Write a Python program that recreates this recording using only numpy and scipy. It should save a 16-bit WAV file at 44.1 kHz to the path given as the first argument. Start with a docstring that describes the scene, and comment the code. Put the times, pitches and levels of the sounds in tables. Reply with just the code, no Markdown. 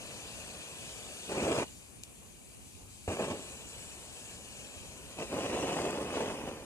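"""Spirit blow lamp in a quiet workshop

A hand-held lamp close to a camera: filtered noise makes the vapour's hiss and the smooth jet flame it feeds.
A few times the jet lifts off and roars, as random pressure pulses over turbulent noise; once it goes out and
relights with a pop, a decaying low tone under strong pulses. Small dry ticks, near echoes and room tone surround it.
The lamp is nearer the left microphone port, so the right one hears it a little late."""
import sys
import numpy as np
from scipy import signal
from scipy.fft import rfft, irfft, next_fast_len
from scipy.io import wavfile
from scipy.ndimage import uniform_filter1d, map_coordinates

SR = 44100
rng = np.random.default_rng(int(sys.argv[2]) if len(sys.argv) > 2 else 0)


def unload_wav(signal):
    """Save mono or channel-first audio to the path in sys.argv[1] as 16-bit WAV at rate SR, clipped to [-1, 1]."""
    wavfile.write(
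        sys.argv[1],
        SR,
        np.round(np.clip(np.atleast_2d(signal).T, -1, 1) * 32767).astype(np.int16),
    )


N = 293247

# colour of spitting droplets, for single ticks and crackle: hz, relative_level_db
SPIT_COLOUR = [(600, -24), (1500, -12), (3000, 0), (4500, 2), (8000, 0), (11000, 5), (14500, 8),
               (16000, -20)]


def amp(db):
    """Amplitude factor of a level in dB."""
    return 10 ** (np.asarray(db) / 20)


def unit(x):
    """x scaled to an rms of one."""
    return x / np.sqrt(np.mean(x ** 2) + 1e-20)


def along(points, hz, axis=1):
    """One column of a frequency table, read on a log axis."""
    table = np.transpose(points)
    return np.interp(np.log(hz + 1), np.log(table[0] + 1), table[axis])


def curve(rows, outside=None):
    """One value per sample from (start_s, value) rows."""
    s, v = np.transpose(rows)
    return np.interp(np.arange(N) / SR, s, v, left=outside, right=outside)


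def wobble(rate):
    """A smooth random curve, rate knots a second."""
    knots = rng.standard_normal(int(N * rate / SR) + 4)
    return map_coordinates(knots, [np.arange(N) * rate / SR])


def coloured(x, points, axis=1):
    """x through a (hz, level_db) table, without phase shift."""
    m = next_fast_len(N + 8192)
    gain = amp(along(points, np.fft.rfftfreq(m, 1 / SR), axis=axis))
    return irfft(rfft(x, m) * gain, m)[:N]


def causal(x, points, axis=1):
    """x through a (hz, level_db) table with minimum phase, so nothing sounds before its cause."""
    m = 2 * next_fast_len(N // 2 + 4096)
    gain = amp(along(points, np.fft.rfftfreq(m, 1 / SR), axis=axis))
    # folding the cepstrum forward in time gives the minimum phase
    cepstrum = irfft(np.log(gain), m)
    cepstrum[1:m // 2] *= 2
    cepstrum[m // 2 + 1:] = 0
    return irfft(rfft(x, m) * np.exp(rfft(cepstrum)), m)[:N]


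def peaked(hz, centre_hz, width_hz, db):
    """A resonator's causal bump (or dip) of db at the centre."""
    ring = 1j * hz * width_hz / (centre_hz ** 2 - hz ** 2 + 1j * hz * width_hz)
    return 1 + (amp(db) - 1) * ring


def patchy(depth_db):
    """White noise with patches of random gain in time and frequency."""
    z = signal.stft(rng.standard_normal(N), nperseg=256)[2]
    field = uniform_filter1d(rng.standard_normal(z.shape), size=5, axis=0)
    field = uniform_filter1d(field, size=20, axis=1)
    return signal.istft(z * amp(depth_db * unit(field)), nperseg=256)[1][:N]


def struck(events, spectrum, colour):
    """One pressure pulse of the given colour per (start_s, peak_db) row."""
    blows = np.zeros(N)
    for s, db in events:
        blows[round(s * SR)] = amp(db)
    single = colour(np.arange(N) == 0, spectrum)
    return colour(blows, spectrum) / np.abs(single).max()


def workshop():
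    """Low room tone; the bass is partly common to the two ports, the treble unrelated."""
    # room tone colour: hz, relative_level_db
    tone_colour = [(20, -23), (40, -6.5), (70, 1), (120, -6), (220, -6), (400, -12), (800, -18.5),
                   (1500, -21.5), (2500, -24), (4000, -30), (7000, -19.5), (14000, -5.5)]
    # the part both ports share, against the rest: hz, level_db
    shared_part = [(60, -2.5), (200, -6), (500, -11.5), (2000, -13.5)]
    left, right, both = (unit(coloured(patchy(depth_db=2.5), tone_colour)) for _ in range(3))
    return amp(-42.5) * (np.array([left, right]) + coloured(both, shared_part))


def reflections(x):
    """Diffuse answer of the far walls: the power of x dies away by band, with unrelated phases at each port."""
    # far walls: hz, level_db, t60_s
    walls = [(100, -58, 0.26), (590, -17, 0.26), (1750, -8, 0.036), (4000, -9.5, 0.036), (5000, -4.5, 0.11),
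             (5900, -0.5, .09), (6940, 1.5, 0.12), (9400, 4.5, 0.09)]
    hz, t, z = signal.stft(x, SR, nperseg=256)
    decay = amp(-120 * t[:80] / along(walls, hz, axis=2)[:, None])  # power: 60 dB down at t60
    decay = decay / decay.sum(1, keepdims=True) * amp(2 * along(walls, hz))[:, None]
    power = np.abs(signal.fftconvolve(np.abs(z) ** 2, decay, axes=1)[:, :len(t)])
    scatter = signal.stft(rng.standard_normal((2, N)), SR, nperseg=256)[2]
    scatter = scatter / np.sqrt(np.mean(np.abs(scatter) ** 2))
    return signal.istft(np.sqrt(power) * scatter, SR, nperseg=256)[1][:, :N]


def clutter(x):
    """Dense early echoes off things on the bench; their pattern keeps changing as the hand moves the lamp."""
    # things close by on the bench: hz, echo_level_db
    bench_echo = [(150, -38), (300, -25), (600, -14.5), (1200, -10), (2500, -8.5), (3700, -4), (4400, -8),
                  (5000, -3.5), (6000, -7), (7300, -5), (10000, 0)]
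    hop = 8192  # samples between two echo patterns
    first_echo_s, t60_s = .0009, 0.068
    x = np.pad(coloured(x, bench_echo), (hop, 2 * hop))
    t = np.arange(SR // 20) / SR
    echoes = np.zeros((2, len(x) + len(t)))
    fade = np.sin(np.pi * np.arange(2 * hop) / (2 * hop))
    for start in range(0, N + hop, hop):
        tail = rng.standard_normal((2, len(t))) * amp(-60 * t / t60_s) * (t > first_echo_s)
        tail = tail / np.linalg.norm(tail[0])
        part = signal.fftconvolve(fade * x[None, start:start + 2 * hop], tail, axes=1)
        echoes[:, start:start + part.shape[1]] += part
    return echoes[:, hop:hop + N]


def ticks():
    """Small dry ticks, probably droplets spitting: one causal pulse each."""
    # single ticks at the lamp: start_s, peak_db
    tick_times = [(2.036, -19), (2.493, -40), (2.548, -41), (5.44, -32), (5.908, -23), (6.133, -28),
                  (6.472, -31)]
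    return struck(tick_times, SPIT_COLOUR, causal)


def lifted():
    """Amplitude of the turbulent flame over time."""
    # lifted flame, one list per rush: start_s, roar_db
    rushes = [
        [(1.268, -60), (1.295, -39), (1.36, -33), (1.6, -29.5), (1.63, -30), (1.68, -87)],
        [(3.077, -34.5), (3.16, -39.5), (3.21, -35.5), (3.24, -34.5), (3.27, -38.5), (3.31, -34.5),
         (3.34, -40.5), (3.44, -54.5), (3.56, -56)],
        [(5.165, -54), (5.195, -32.5), (5.225, -36), (5.26, -49), (5.275, -49)],
        [(5.275, -51), (5.305, -44.5), (5.325, -36), (5.46, -32), (5.6, -33), (5.84, -31.5), (5.9, -35),
         (6.06, -38.5), (6.12, -38.5), (6.135, -34.5), (6.21, -33.5), (6.27, -36.5), (6.45, -40.5),
         (6.475, -38.5), (6.51, -39), (6.55, -45.5), (6.65, -49)],
    ]
    return np.max([amp(curve(rush, outside=-120)) for rush in rushes], axis=0)


def crackle():
    """Droplets spit at random while the flame is lifted, as pulses of random size."""
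    level_db, spits_per_s = -27, 70  # level is against the roar
    sizes = amp(3 * rng.standard_exponential(N).clip(0, 2))
    spits = (rng.random(N) < spits_per_s / SR) * sizes
    return amp(level_db) * lifted() * unit(causal(spits, SPIT_COLOUR))


def nozzle(sputter_db):
    """Vapour hiss, uneven as the boiler pressure wavers, stronger and sputtering while the flame is lifted."""
    # vapour leaving the nozzle: start_s, hiss_db
    vapour = [(0, -45.5), (1.6, -46), (1.66, -51), (1.9, -58.5), (2.4, -57.5), (2.76, -56), (2.85, -58.5),
              (2.9, -53), (3.06, -53), (3.1, -48), (3.8, -48.5), (4.3, -48), (5.1, -50.5), (5.8, -49),
              (6.1, -52.5), (6.15, -50.5), (6.65, -59.5)]
    # hiss colour: hz, relative_level_db
    hiss_colour = [(500, -41), (1500, -3.5), (3000, 3.5), (4500, 3), (6000, -2), (10000, -2.5), (14000, 0)]
    tear_db, surge_db = -27.5, 3  # extra hiss of a lifted flame against its roar; its random surging
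    sputter_ratio = 3.7  # sputter in the extra hiss, against that in the roar
    tear = amp(tear_db + surge_db * wobble(12) + sputter_ratio * sputter_db) * lifted()
    level = amp(curve(vapour)) + tear
    pressure = amp(0.41 * wobble(23.26) + 0.58 * wobble(6))
    return level * pressure * unit(coloured(patchy(depth_db=1.3), hiss_colour))


def jet():
    """The attached flame burns as soft, slightly unsteady noise."""
    # smooth jet flame while lit: start_s, burn_db
    burn = [(0, -49), (1.3, -52), (3.6, -55), (6.65, -53)]
    # flame colour: hz, relative_level_db
    flame_colour = [(40, -27), (110, 2.5), (300, -2), (550, 2.5), (900, -5), (2000, -6.5), (5000, -27.5)]
    out_s, back_s, snuff_s = 1.64, 3.07, 0.012  # blown out, relit, duration of each change
    pilot_db = -67.5  # what is left while the jet is out
    lit = curve([(out_s - snuff_s, 1), (out_s, 0), (back_s, 0), (back_s + snuff_s, 1)])
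    level_db = lit * curve(burn) + (1 - lit) * pilot_db
    return amp(level_db + 0.076 * wobble(4.9)) * unit(coloured(patchy(depth_db=0.43), flame_colour))


def relight():
    """The cloud of unburnt vapour expands at once: one deep push, a decaying low sine."""
    # the jet relights: start_s, initial_level_db, pitch_hz, t60_s
    whump = [(3.081, -29.5, 90, .13)]
    push = np.zeros(N)
    for s, db, hz, t60 in whump:
        t = (np.arange(N) / SR - s).clip(0)
        push += amp(db - 60 * t / t60) * np.sin(2 * np.pi * hz * t)
    return push


def roar(sputter_db):
    """Pockets of vapour ignite at random, each a brief pressure pulse, over turbulent noise."""
    # strong gulps of vapour catching fire: start_s, peak_db
    pops = [(1.5119, -16), (3.0793, -20), (3.095, -24), (3.109, -25), (3.2376, -23), (5.195, -26),
            (5.2063, -22), (5.3218, -23), (5.334, -22), (5.6992, -18), (5.762, -20), (5.802, -19),
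            (5.8113, -21), (5.828, -22), (5.8642, -17), (6.2252, -19), (6.498, -29)]
    # colour of a strong gulp: hz, relative_level_db
    pop_colour = [(30, -40), (90, -14), (250, -4), (450, 0), (650, -3), (1000, -14), (2500, -24),
                  (6000, -42)]
    # colour of the small random gulps: hz, relative_level_db
    gulp_colour = [(30, -40), (70, -13), (200, -3), (450, 0), (700, -4), (1200, -12), (3000, -20),
                   (6000, -34)]
    # colour of the turbulence: hz, relative_level_db
    roar_colour = [(25, -62), (60, -1.5), (110, -4), (220, 2.5), (400, 3.5), (540, 5), (680, -2.5),
                   (900, -8), (1070, -5), (1400, -10), (2000, -8), (3000, -12), (4000, -17), (5500, -18),
                   (9000, -34)]
    lull_share, lull_s = .6, .003  # the roar gives way around a strong gulp: share, half width
    fires = rng.random(N) < 450 / SR
    sizes = amp(2.7 * rng.standard_exponential(N).clip(0, 1.9))
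    gulps = -unit(coloured(fires * sizes, gulp_colour))
    turbulence = unit(coloured(patchy(depth_db=2.1), roar_colour))
    t = np.arange(N) / SR
    lull = np.prod([1 - lull_share * np.exp(-((t - s) / lull_s) ** 2) for s, _ in pops], axis=0)
    rough = unit(amp(sputter_db) * (0.73 * gulps + 0.67 * turbulence))
    return lifted() * lull * rough - struck(pops, pop_colour, coloured)


def arrive(x, diffuse):
    """Direct sound takes lag, dips and bright bands from the lamp's position; the camera body colours everything."""
    # lamp position: start_s, right_lag_ms, body_resonance_db, upper_band_db, lower_band_db,
    # shade_db (direct low and middle tones while the lamp is turned away), left_dip_hz
    turn = [(0, 0.14, 8, -6, -2, -1.5, 1930), (1.25, 0.13, 6.5, 8, 2, -1, 1910),
            (1.6, 0.11, 4.8, 10, 5, -0.5, 1900), (1.75, 0.15, 6.4, 3, 3.5, -2, 1800),
            (3.03, 0.14, 6.2, 3, 3, -6, 1800), (3.07, 0.12, 5.1, 7, 1, 1, 1860),
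            (3.6, 0.12, 5.3, 10, 6, 0.5, 1900), (4.3, 0.13, 3.3, 11.5, 3.5, -1.5, 1890),
            (4.7, 0.14, 8.6, 6, 5, -1.5, 1930), (5.1, 0.12, 6.5, 0, 4, 0, 1950),
            (5.6, 0.076, 4.8, 10.5, -4, -2, 2130), (6, 0.099, 5, 9, -2, 0, 2280),
            (6.5, 0.099, 4.5, -8, -3, -2, 2230)]
    # upper, then lower bright band of the direct sound: centre_hz, width_hz, right_share (of its dB)
    beams = [(8000, 460, .05), (7200, 260, 2.3)]
    hz, t, z = signal.stft(x, SR, nperseg=512)
    hz = hz[:, None]
    s, *cols = np.transpose(turn)
    lag_ms, body_db, upper_db, lower_db, shade_db, dip_hz = (np.interp(t, s, c) for c in cols)

    # the body resonance rises as the lag shrinks; the right port gets a small share of its dB
    body_hz = 2470 - 3000 * (lag_ms - 0.13)
    body = np.array([peaked(hz, body_hz, 295, share * body_db) for share in (1, 0.18)])

    z = z * amp(shade_db / (1 + (hz / 3000) ** 4))  # shading acts below 3000 Hz
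    half_lag = np.exp(1j * np.pi * hz * lag_ms / 1000)  # left early by half the lag, right late
    # each port has a dip where the direct sound cancels against its path round the camera
    left = z * half_lag * peaked(hz, dip_hz, width_hz=290, db=-15.5)
    right = z / half_lag * peaked(hz, 5180, width_hz=380, db=-8)
    for db, (centre, width, share) in zip((upper_db, lower_db), beams):
        band_db = db * np.exp(-((hz - centre) / width) ** 2)
        left, right = left * amp(band_db), right * amp(share * band_db)
    pair = np.array([left, right]) + signal.stft(diffuse, SR, nperseg=512)[2]
    return signal.istft(body * pair, SR, nperseg=512)[1][:, :N]


def scene():
    """The lamp, its ticks and their echoes over the room tone, as they reach the two ports."""
    sputter_db = 1 * wobble(60)  # fast unevenness of the lifted flame: scale in dB, knots a second
    lamp = roar(sputter_db) + relight() + jet() + nozzle(sputter_db)
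    spitting = ticks() + crackle()
    echoed = lamp + amp(-9) * spitting  # the spitting has little echo
    return arrive(lamp + spitting, clutter(echoed) + reflections(echoed) + workshop())


def record(dry):
    """Each microphone port has its own resonances and notch; nothing is kept above the band limit."""
    # microphone ports: hz, left_db, right_db
    ports = [(820, 0, 0.5), (1090, -1, 1), (1355, -3.5, -4), (1610, -4, -3), (2170, -4.5, -3.5),
             (2340, 1, 1), (2900, 0, 1), (3490, -3.5, -2), (4360, -2, -3), (4500, -1.5, -5),
             (5050, -1, -11), (5570, -0.5, -5.5), (6330, 3, -1.5), (7940, 1.5, -5), (10150, -3.5, -9.5),
             (10940, -12.5, -16), (13300, -22.5, -22.5)]
    top_hz = 14350
    wet = np.array([causal(dry[0], ports, axis=1), causal(dry[1], ports, axis=2)])
    m = next_fast_len(N + 4096)
    return irfft(rfft(wet, m) * (np.fft.rfftfreq(m, 1 / SR) < top_hz), m)[:, :N]


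dry = scene()
out = record(dry)
unload_wav(out)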